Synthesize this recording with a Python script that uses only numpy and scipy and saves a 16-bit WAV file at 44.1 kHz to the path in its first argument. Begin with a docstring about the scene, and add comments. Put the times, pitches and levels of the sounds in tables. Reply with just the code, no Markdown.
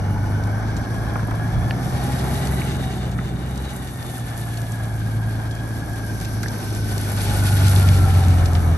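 """A six-cylinder touring motorcycle turns slowly on an asphalt lot: crank harmonics boom, noise puffs at each firing.
Near one second the drive knocks (decaying noise bands); then a gust buffets, a click rings (damped modes) and gear
tones swell (rough sines). From the third second the bodywork's drone, a resonant noise band, swells, and grit snaps
in short noise bursts. It passes close near the end with a strong boom and a high gear tone. Throughout, the transmission
whines in fuzzy tones, valves rustle in pulsed noise and tyres hiss in grainy noise; two microphone ports pick it up."""
import sys
import numpy as np
from scipy import signal
from scipy.fft import rfft, irfft
from scipy.io import wavfile

SR = 44100
rng = np.random.default_rng(int(sys.argv[2]) if len(sys.argv) > 2 else 0)


def transcribe(signal):
    """Save signal, clipped to [-1, 1], as a 16-bit WAV file at the path in sys.argv[1]."""
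    frames = np.atleast_2d(signal).T
    limited = np.clip(frames, -1, 1)
    pcm = np.round(limited * 32767).astype(np.int16)
    wavfile.write(sys.argv[1], SR, pcm)


N = 386757
T = np.arange(N) / SR  # time [s]
HZ = np.fft.rfftfreq(N, 1 / SR)
FIRINGS = 3  # firings per crank turn; the boom is at twice this order


def gain_of(db):
    """Logarithmic level: decibels to amplitude."""
    return 10 ** (np.asarray(db) / 20)


def evened(x):
    """Normalization of mean power: scales to an rms of 1."""
    return x / np.sqrt(np.mean(x ** 2) + 1e-20)


def curves(rows):
    """Piecewise-linear envelopes: each column of a table joined in time."""
    times, *columns = np.transpose(rows)
    return [np.interp(T, times, column) for column in columns]


def spectra(rows):
    """Frequency responses: each column of a table joined on a log-frequency axis."""
    hz, *columns = np.transpose(rows)
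    return [np.interp(np.log(HZ + 1), np.log(hz), column) for column in columns]


def filtered(x, db):
    """Linear filtering: lifts or cuts each frequency by its own number of decibels."""
    return irfft(rfft(x) * gain_of(db), N)


def coloured(x, spectrum):
    """Spectral shaping: filters x by a tabulated spectrum, then sets its rms to 1."""
    return evened(filtered(x, spectra(spectrum)[0]))


def drift(rate_hz):
    """Low-pass random modulation: Gaussian-filtered noise of rms 1, up to about the given rate."""
    step = 64  # samples between slow values
    slow = rng.standard_normal(N // step + 2)
    hz = np.fft.rfftfreq(len(slow), step / SR)
    slow = irfft(rfft(slow) * np.exp(-.5 * (hz / rate_hz) ** 2), len(slow))
    return evened(np.interp(np.arange(N) / step, np.arange(len(slow)), slow))


def tone(turns):
    """Simple harmonic motion: a sine of rms 1 at a random starting phase."""
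    return np.sqrt(2) * np.cos(2 * np.pi * (turns + rng.random()))


def fuzzy_tone(turns, width_hz):
    """Quadrature modulation: independent drifts spread a turning phase into a narrow noise band."""
    phase = 2 * np.pi * turns
    return evened(drift(width_hz) * np.cos(phase) + drift(width_hz) * np.sin(phase))


def bursts(turns, depth, decay):
    """Periodic amplitude modulation: noise flares once a turn, in a direct row and a row scattered by the lot."""
    return (1 + depth * np.exp(-(turns % 1) / decay)) * rng.standard_normal((2, N))


def hits(rows):
    """Impact noise: short exponentially dying bursts, each confined to a band round its own pitch."""
    out, t = np.zeros((2, N)), np.arange(4096) / SR
    hz = np.fft.rfftfreq(len(t), 1 / SR) + 1
    lead = 256  # samples of room for the band filter to spread ahead of the onset
    for at_s, db, centre_hz, octaves, t60 in rows:
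        band = evened(np.exp(-.5 * (np.log2(hz / centre_hz) / octaves) ** 2))
        burst = rng.standard_normal((2, len(t))) * gain_of(-60 * t / t60)
        burst = irfft(rfft(np.roll(burst, lead, axis=1)) * band)
        start = max(round(at_s * SR) - lead, 0)
        part = out[:, start:start + len(t)]
        part += gain_of(db) * burst[:, :part.shape[1]]
    return out


def exhaust(crank, boom_hz, nearness, heading, throttle):
    """Harmonic radiation: boom and firing note, with crank orders added by uneven cylinders."""
    # the boom at the microphone: (time [s], level [dB])
    boom_levels = [(0, -23.5), (.2, -21), (.75, -24.5), (1.15, -27.5), (1.4, -24), (2.5, -26.5),
                   (3.3, -28.5), (3.78, -35.5), (4.15, -30), (4.4, -27.5), (5.2, -22.5), (5.8, -29),
                   (6.4, -26), (6.6, -30), (6.8, -23), (7.17, -24), (7.55, -15), (7.95, -12.5),
                   (8.4, -14.5), (8.77, -17.5)]
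    # other crank orders: (crank order, level re boom when lugging [dB], the same when pulling [dB])
    # before the pipe's resonance and a 0.5 dB cut
    pipe_orders = [(2.5, -40, -27), (3.5, -35, -21), (4, -31, -9), (4.5, -12, -16), (5, -30, -10),
                   (5.5, -26, -14), (6.5, -20, -27), (7, -17.5, -15), (7.5, -14.5, -14), (8, -23, -12.5),
                   (8.5, -28, -17), (9, -12.5, -13), (9.5, -26, -22), (10, -22, -15), (10.5, -22, -27),
                   (11, -30, -24), (11.5, -31, -22), (12, -19, -22), (13, -26, -27), (14, -29, -27),
                   (17.4, -33, -21), (18, -36, -23)]
    lugging_hz, pulling_hz = 101.4, 123  # boom pitches at which those levels hold
    boom_db = curves(boom_levels)[0] + 0.58 * drift(10.0)
    out = gain_of(boom_db) * tone(2 * FIRINGS * crank) * (1 + .05 * drift(8.3))

    # the firing note, an octave below the boom, collapses when the throttle nearly shuts
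    overrun_below, overrun_db = 0.15, -24  # throttle opening 0-1, dB when fully shut
    overrun = np.clip(1 - throttle / overrun_below, 0, 1)
    firing_db = -32 + 4 * nearness + 9 * (throttle - .5) + overrun_db * overrun
    firing_db += -1.5 * np.cos(np.radians(heading))  # weaker nose on, stronger from behind
    out += gain_of(firing_db + 2.0 * drift(2.4)) * tone(FIRINGS * crank)

    # the pipe's resonance comes out under throttle and from behind
    pipe_ring_hz, pipe_ring_width_hz = 183, 26
    ring_db = 9 * (throttle - .4) - 2.5 * np.cos(np.radians(heading))
    pull = np.clip((boom_hz - lugging_hz) / (pulling_hz - lugging_hz), 0, 1)
    for order, lugging_db, pulling_db in pipe_orders:
        order_hz = order * boom_hz / (2 * FIRINGS)
        ring = 1 / (1 + ((order_hz - pipe_ring_hz) / pipe_ring_width_hz) ** 2)
        level_db = boom_db + lugging_db + pull * (pulling_db - lugging_db) + ring * ring_db - 0.5
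        out += gain_of(level_db) * (tone(crank * order) + .14 * fuzzy_tone(crank * order, width_hz=0.76))
    return out


def machinery(crank, puff_db, casing_db):
    """Pulsed broadband excitation: gas puffs and casing clatter at each firing."""
    # both spectra: (frequency [Hz], relative level [dB])
    puff_spectrum = [(30, -28), (60, -4.5), (130, -4.5), (190, -5), (260, -5), (320, -8), (380, -14),
                     (480, -17), (800, -30.5), (2000, -84)]
    casing_spectrum = [(200, -27), (420, -8), (560, -1), (700, 1.5), (820, 2.5), (950, -4), (1200, -5),
                       (1500, -4.5), (1800, -8), (2000, -16.5), (2250, -11), (2650, -33), (3200, -19.5),
                       (5000, -55)]
    puffs = coloured(bursts(FIRINGS * crank, depth=1.27, decay=0.35), puff_spectrum)
    clatter = bursts(FIRINGS * crank, depth=0.28, decay=0.12) * gain_of(1.26 * drift(13.0))
    return puffs * gain_of(puff_db) + coloured(clatter, casing_spectrum) * gain_of(casing_db)


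def gears(crank):
    """Tooth-mesh tones filtered by resonance: each swells while its gear is loaded, loudest where the gearbox rings."""
    # four tooth tones: (crank order, roughness [0-1], width [Hz])
    gear_tones = [(35.5, .45, 13), (38.2, .33, 11), (51, .55, 20), (57, .85, 55)]
    # the gearbox's resonances: (frequency [Hz], gain [dB])
    gearbox = [(700, 0), (740, -1), (765, 2), (800, -2), (838, 3), (870, -2), (920, 0)]
    # each tone before the gearbox: (time [s], level [dB])
    low_levels = [(1.3, -56), (1.7, -47), (2.1, -45), (2.35, -47), (2.8, -45), (3.3, -52), (3.9, -58),
                  (4.4, -48), (5.1, -58)]
    middle_levels = [(1.2, -58), (1.6, -44), (1.85, -42), (2.05, -36.5), (2.3, -47), (2.6, -45), (3.2, -54),
                     (3.9, -58), (4.3, -48.5), (4.9, -54), (7, -60)]
    high_levels = [(0, -46), (.3, -43), (.7, -60), (7, -60), (7.3, -37.5), (7.5, -41), (7.66, -34),
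                   (7.85, -42), (8.1, -38), (8.4, -39), (8.77, -48)]
    top_levels = [(0, -45), (.3, -44), (.7, -52), (1.2, -42), (1.8, -71), (7.6, -69), (8.2, -44),
                  (8.77, -44)]
    out = np.zeros(N)
    all_levels = (low_levels, middle_levels, high_levels, top_levels)
    for (order, rough, width_hz), levels in zip(gear_tones, all_levels):
        level_db = curves(levels)[0] + 2.1 * drift(3.5)  # random flicker
        mesh = (1 - rough) * tone(order * crank) + rough * fuzzy_tone(order * crank, width_hz)
        out += gain_of(level_db) * evened(mesh)
    return filtered(out, spectra(gearbox)[0])


def whine(crank, crank_hz, nearness):
    """Tone in narrow-band noise: the transmission whines, a fluttering line and fuzzy whir, with faint overtones."""
    # the whine wanders a little against the crank: (time [s], crank order)
    whine_orders = [(.6, 88.6), (1.1, 90.3), (1.35, 90.3), (1.6, 88), (2.3, 87.5), (2.7, 90), (4.4, 89.2),
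                    (5.6, 87.6), (5.9, 89), (6.9, 87.5), (7.55, 89), (8.05, 87.5), (8.5, 88.8)]
    # line and whir: (time [s], level setting [dB])
    whir_levels = [(0, -48), (.5, -44), (1.05, -43.5), (1.25, -46), (1.45, -40), (1.9, -53), (2.15, -48),
                   (2.6, -48), (3, -61), (3.6, -58), (4.2, -48), (5.5, -44), (5.9, -41.5), (6.15, -45),
                   (7.05, -45), (7.5, -38), (7.75, -40.5), (8.05, -37.5), (8.25, -44), (8.5, -42),
                   (8.77, -48)]
    turns = np.cumsum(curves(whine_orders)[0] * crank_hz) / SR
    line = tone(turns + .17 * drift(38)) + .25 * fuzzy_tone(turns, width_hz=20)
    direct = line + .7 * fuzzy_tone(turns, width_hz=65)
    scattered = .6 * fuzzy_tone(turns, width_hz=65)
    # it throbs once a crank turn and flutters at random
    throb = 1 + .35 * np.cos(2 * np.pi * crank)
    whir = np.array([direct, scattered]) * evened(throb * gain_of(.6 * drift(18)))

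    # the overtones, near an octave and at a fifth above the line, grow with nearness and revs
    octave = np.array([fuzzy_tone(175.5 * crank, width_hz=105) for _ in range(2)])
    fifth = np.array([fuzzy_tone(1.5 * turns, width_hz=110) for _ in range(2)])
    cruise_hz = 110  # the boom's pitch at an easy cruise
    revs = np.log2(2 * FIRINGS * crank_hz / cruise_hz)  # octaves above cruising speed
    overtone_db = -57 + 2.5 * nearness + 8 * revs + 2.6 * drift(7)
    return gain_of(curves(whir_levels)[0]) * whir + (octave + gain_of(-8.5) * fifth) * gain_of(overtone_db)


def valves(crank, rustle_db):
    """Periodic impact noise: the valve gear rustles twice for each firing."""
    # (frequency [Hz], relative level [dB])
    rustle_spectrum = [(500, -38), (1500, 7.5), (2300, 4), (2650, 4), (3100, 6.5), (4000, 3.5), (4700, 3),
                       (5800, 0.5), (7300, -3.5), (9000, -2), (12000, -16)]
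    taps = bursts(2 * FIRINGS * crank, depth=0.84, decay=0.11) * gain_of(2.12 * drift(18.5))
    return coloured(taps, rustle_spectrum) * gain_of(rustle_db)


def drone(crank):
    """Forced resonance: a hollow mode of the bodywork, shaken at each firing."""
    # (time [s], level [dB])
    drone_levels = [(0, -44), (.7, -60), (1.3, -61), (1.7, -47), (2.3, -38.5), (3, -46), (4, -52),
                    (5.3, -51), (6.5, -47), (7.5, -41.5), (8.1, -40), (8.77, -53)]
    centre_hz, width_hz = 383, 37
    band = np.exp(-.5 * ((HZ - centre_hz) / width_hz) ** 2)
    shaking = bursts(FIRINGS * crank, depth=1.5, decay=0.49)
    return evened(irfft(rfft(shaking) * band, N)) * gain_of(curves(drone_levels)[0])


def radiated(heading, nearness, throttle):
    """Directivity and distance: level in dB of each part, from the side it shows, its nearness and the throttle."""
    # at 10 m and half throttle: (heading [degrees], gas puffs [dB], casing [dB], valves [dB],
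    # tread [dB], narrow hiss [dB])
    directivity = [(0, -28.5, -37, -47, -44.5, -40.5), (30, -30.5, -36.5, -46.5, -44, -49),
                   (61.4, -31.5, -35, -44, -43.5, -56.5), (87, -32.5, -35.5, -44, -44.5, -55),
                   (116, -32, -36.5, -46.5, -46.5, -53), (154.05, -32, -38.5, -44, -51, -74)]
    # the same five parts: (gain as the distance halves [dB], gain from shut to full throttle [dB])
    response = [(3, 10.5), (4, 8), (10.5, -4), (9, -7.5), (1, 17)]
    degrees, *parts = np.transpose(directivity)
    return [np.interp(heading, degrees, db) + near_db * nearness + throttle_db * (throttle - .5)
            for db, (near_db, throttle_db) in zip(parts, response)]


def shaded(sound, heading):
    """Directional filtering: the bodywork ripples the spectrum, one way from behind and another from ahead."""
    # (frequency [Hz], gain from behind [dB], gain from ahead [dB])
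    shade = [(2200, 1.5, 1.5), (2580, -3, 1.5), (2900, 4.5, 2), (3220, -2.5, -4), (3730, 1.5, 1.5),
             (4300, -2.5, -1), (4600, -1.5, -1), (4850, -2, 1), (5400, -4.5, 0), (5850, 0.5, 2),
             (6150, -4.5, -5), (6500, 4, 1.5), (7250, -3, -3.5), (7700, -0.5, -3), (8140, 4, 2),
             (8800, -4, -6.5), (9400, 2, 1), (10500, 0.5, 0.5)]
    ahead_until_deg, behind_from_deg, turn_deg = 30, 59, 60
    behind_db, ahead_db = spectra(shade)
    behind = np.clip((heading - behind_from_deg) / turn_deg, 0, 1)
    ahead = np.clip((ahead_until_deg - heading) / turn_deg, 0, 1)
    plain = (1 - behind - ahead) * sound
    return plain + behind * filtered(sound, behind_db) + ahead * filtered(sound, ahead_db)


def hiss(tread_db, nose_db, grains_per_s=160, grain_size=8):
    """Granular noise: tread crushes fine grains; a narrow hiss is strongest with the nose to the microphone."""
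    # both spectra: (frequency [Hz], relative level [dB])
    tread_spectrum = [(3000, -26), (5000, -8.5), (7300, -8), (8800, -5.5), (10000, -3.5), (11100, 3.5),
                      (12000, -5.5), (13000, -34)]
    nose_spectrum = [(2500, -8), (4500, -2.5), (5300, 1), (5800, 3.5), (6400, -1), (7300, -44),
                     (10000, -37)]
    grains = rng.random(N) < grains_per_s / SR
    crunch = (1 + grain_size * grains) * rng.standard_normal((2, N))
    tread = coloured(crunch * gain_of(1.55 * drift(10.0)), tread_spectrum) * gain_of(tread_db)
    return tread + coloured(rng.standard_normal((2, N)), nose_spectrum) * gain_of(nose_db)


def grit():
    """Transient fracture noise: the loudest snaps of grit under the tyres."""
    # (time [s], level [dB], centre [Hz], bandwidth [octaves], 60 dB decay [s])
    snaps = [(0.766, -34, 5150, 0.68, 0.068), (2.472, -25, 3250, 0.99, 0.015),
             (2.617, -25, 2399, 0.27, 0.02), (3.576, -34, 5175, 0.93, 0.031),
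             (3.764, -32, 9760, 0.47, 0.02), (4.028, -32, 4510, 1.0, 0.013),
             (4.617, -30.5, 6700, 0.83, 0.015), (4.721, -30.5, 7740, 0.4, 0.019),
             (5.51, -38, 4800, .7, .07), (6.201, -29.5, 6403, 0.78, 0.014),
             (6.253, -29.5, 3235, 1.0, 0.022), (6.431, -27.5, 4800, 1.0, 0.043),
             (6.483, -28, 5030, 0.53, 0.024), (6.749, -26.5, 7760, 0.68, 0.016),
             (6.98, -24.5, 6606, 0.79, 0.02), (7.682, -22, 5460, 1.0, 0.027),
             (7.762, -21.5, 3130, 0.9, 0.016), (7.888, -23, 2660, 0.95, 0.021),
             (8.458, -26, 3506, 1.0, 0.025), (8.552, -24, 3030, 0.75, 0.02)]
    return hits(snaps)


def small_grit(tread_db):
    """Random impacts at a fixed mean rate: small stones snap, louder when the tread is."""
    per_s, above_tread_db, spread_db = 4.4, 5, 9.5  # spread either way
    centre_hz, octaves, t60 = 5500, 1.0, 0.023  # the pitch varies half an octave either way
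    snaps = []
    for when, size, pitch in rng.random((round(per_s * N / SR), 3)):
        level_db = tread_db[int(when * N)] + above_tread_db + spread_db * (1 - 2 * size)
        snaps.append((when * N / SR, level_db, centre_hz * 2 ** (pitch - .5), octaves, t60))
    return hits(snaps)


def knocks(thud_hz=200, thud_db=-4, thud_s=0.1):
    """Impact excitation: each knock in the drive also sets the bodywork thudding."""
    # (time [s], level [dB], centre [Hz], bandwidth [octaves], 60 dB decay [s])
    drive_knocks = [(1.157, -20, 950, .6, .05), (1.194, -26, 950, .6, .045), (1.229, -29, 950, .6, .045),
                    (1.282, -29.5, 850, .6, .06), (1.311, -26, 1120, .6, .06), (1.343, -30, 950, .45, .04),
                    (1.398, -30, 1050, .4, .035), (3.188, -24.5, 1050, .75, .049),
                    (6.434, -30.5, 1569, .3, .06), (6.46, -24.5, 1680, .17, .035)]
    thuds = [(at_s, db + thud_db, thud_hz, .5, thud_s) for at_s, db, *_ in drive_knocks]
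    return hits(drive_knocks) + hits(thuds)


def click():
    """Damped modal ringing: one hard, dry click."""
    # (frequency [Hz], level [dB], 60 dB decay [s])
    click_modes = [(1750, -13.5, 0.013), (2520, -16, 0.0083), (2780, -17, 0.0086), (4500, -18, 0.0049)]
    t = np.maximum(T - 1.7087, 0)  # seconds since the click
    rise = np.minimum(t / .0007, 1)
    ringing = np.zeros(N)
    for hz, db, t60 in click_modes:
        ringing += gain_of(db - 60 * np.minimum(t / t60, 4)) * np.sin(2 * np.pi * hz * t)
    return rise * ringing


def wind():
    """Turbulent pressure noise: lumpy low buffeting at the microphone, swelling once in a gust."""
    # (frequency [Hz], relative level [dB])
    wind_spectrum = [(15, -35), (32, 8), (48, 11), (70, 16), (120, 10), (250, -17), (700, -58)]
    breeze_db, gust_db, gust_at_s, gust_width_s = -45, 17.5, 1.6, .58
    level_db = breeze_db + gust_db / (1 + ((T - gust_at_s) / gust_width_s) ** 2)
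    return coloured(rng.standard_normal((2, N)), wind_spectrum) * gain_of(level_db + 3.5 * drift(7.9))


def ports(sound):
    """Interchannel coherence: likeness, phase lead and balance of the two ports at each frequency."""
    # both tables: (frequency [Hz], likeness [0-1], left lead [radians], left minus right [dB])
    port_rows = [(30, 0.25, 1.6, -4), (80, 0.81, 0, 0.4), (312, 1, 0.5, -1), (437, 1, 0.6, 0.5),
                 (525, 0.53, 1, 3.5), (730, 0.78, -0.44, 1), (860, 0.12, 0.77, 2), (1030, 0, .5, 4.5),
                 (1320, 0.05, 0, 2.5), (1590, 0.69, -1.05, 0.5), (1950, 0.53, 1, -2.5),
                 (2470, 0.98, 0.5, -6), (2540, 0.6, 1.5, -4), (2760, 0.5, 2, -2), (3120, 0.86, 2.5, 1.5),
                 (3560, 0.6, 2, 8.5), (4100, 0.4, 1.3, 4), (4480, .67, 0.5, 13), (4630, .45, 2.5, -3),
                 (4840, 0, 1.5, -1), (5100, 0.1, -3, 6), (5530, 0.2, -1, 4), (5860, 0.63, 0, -4),
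                 (6560, 0.76, -1.5, 3), (7300, 0, 0, -4.5), (8100, 0, 2.5, 1.5)]
    top_rows = [(8800, .8, 0, 1), (9400, .8, -1.5, 0), (9780, .99, -2.95, 0), (10350, .99, -3.3, 0),
                (11000, .9, -4.5, 0), (11800, .92, -5.9, 0)]  # the top octave
    likeness, lead, balance_db = spectra(port_rows + top_rows)
    likeness = np.clip(likeness, 0, 1)
    # direct sound is common to both ports, scattered sound opposed
    direct, scattered = rfft(sound) * np.sqrt([(1 + likeness) / 2, (1 - likeness) / 2])
    skew = gain_of(balance_db / 2) * np.exp(.5j * lead)
    return irfft(np.array([(direct + scattered) * skew, (direct - scattered) / skew]), N)


def scene():
    """Common excitation: one crank speed sets the engine's pitches; path and throttle shape the levels."""
    # engine speed: (time [s], boom frequency, six times the crank's [Hz])
    speed = [(0.0, 98.2), (.35, 101.6), (.62, 106.5), (.95, 110.8), (1.3, 109.3), (1.5, 112), (2.0, 127.9),
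             (2.28, 132.1), (2.59, 133.3), (2.9, 127.8), (3.17, 121.6), (3.6, 132.5), (3.75, 130.5),
             (3.96, 123.3), (4.3, 116.6), (5.0, 109.3), (5.45, 110.1), (5.65, 112.3), (6.0, 109.1),
             (6.17, 106.5), (6.4, 108.4), (7.2, 101.1), (7.65, 97.3), (8.4, 87.82), (8.77, 81.7)]
    # (time [s], throttle opening [0-1])
    throttle_rows = [(0, 0.81), (1.2, 0.78), (2.1, 0.62), (3.45, 0.48), (3.95, 0.07), (4.4, 0.14),
                     (5.6, 0.38), (7.2, 0.25), (8.77, 0.77)]
    # a figure of eight: (time [s], distance [m], heading [degrees]: 0 nose to the microphone, 180 tail)
    path = [(0, 16.6, 74), (.8, 13.4, 50), (1.4, 14.1, 62), (2, 7.5, 41), (2.65, 5.93, 133),
            (3.2, 11.2, 177), (3.7, 10, 126), (4.3, 10.2, 100), (5.2, 14.45, 74), (6.2, 11.05, 11.86),
            (6.9, 7.9, 3.9), (7.32, 4.62, 40.4), (7.9, 5.25, 66.7), (8.77, 8.6, 123)]
    boom_hz, = curves(speed)
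    throttle, = curves(throttle_rows)
    distance_m, heading = curves(path)
    nearness = np.log2(10 / distance_m)  # halvings of the distance from 10 m
    puff_db, casing_db, rustle_db, tread_db, nose_db = radiated(heading, nearness, throttle)
    crank_hz = boom_hz / (2 * FIRINGS)
    crank = np.cumsum(crank_hz) / SR  # turns

    # row 0 is direct sound, row 1 scattered
    sound = machinery(crank, puff_db, casing_db)
    sound += shaded(valves(crank, rustle_db) + hiss(tread_db, nose_db), heading)
    sound += whine(crank, crank_hz, nearness) + drone(crank) + wind()
    sound[0] += exhaust(crank, boom_hz, nearness, heading, throttle) + gears(crank)
    sound += knocks() + grit() + small_grit(tread_db)
    return ports(sound) + click()  # the click reaches both ports together


def record(dry):
    """Band limitation: a linear-phase low-pass filter removes the highest treble."""
    edge_hz = 13100
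    low_pass = signal.firwin(511, edge_hz, window=("kaiser", 9), fs=SR)
    return signal.oaconvolve(dry, low_pass[None], "same")


dry = scene()
out = record(dry)
transcribe(out)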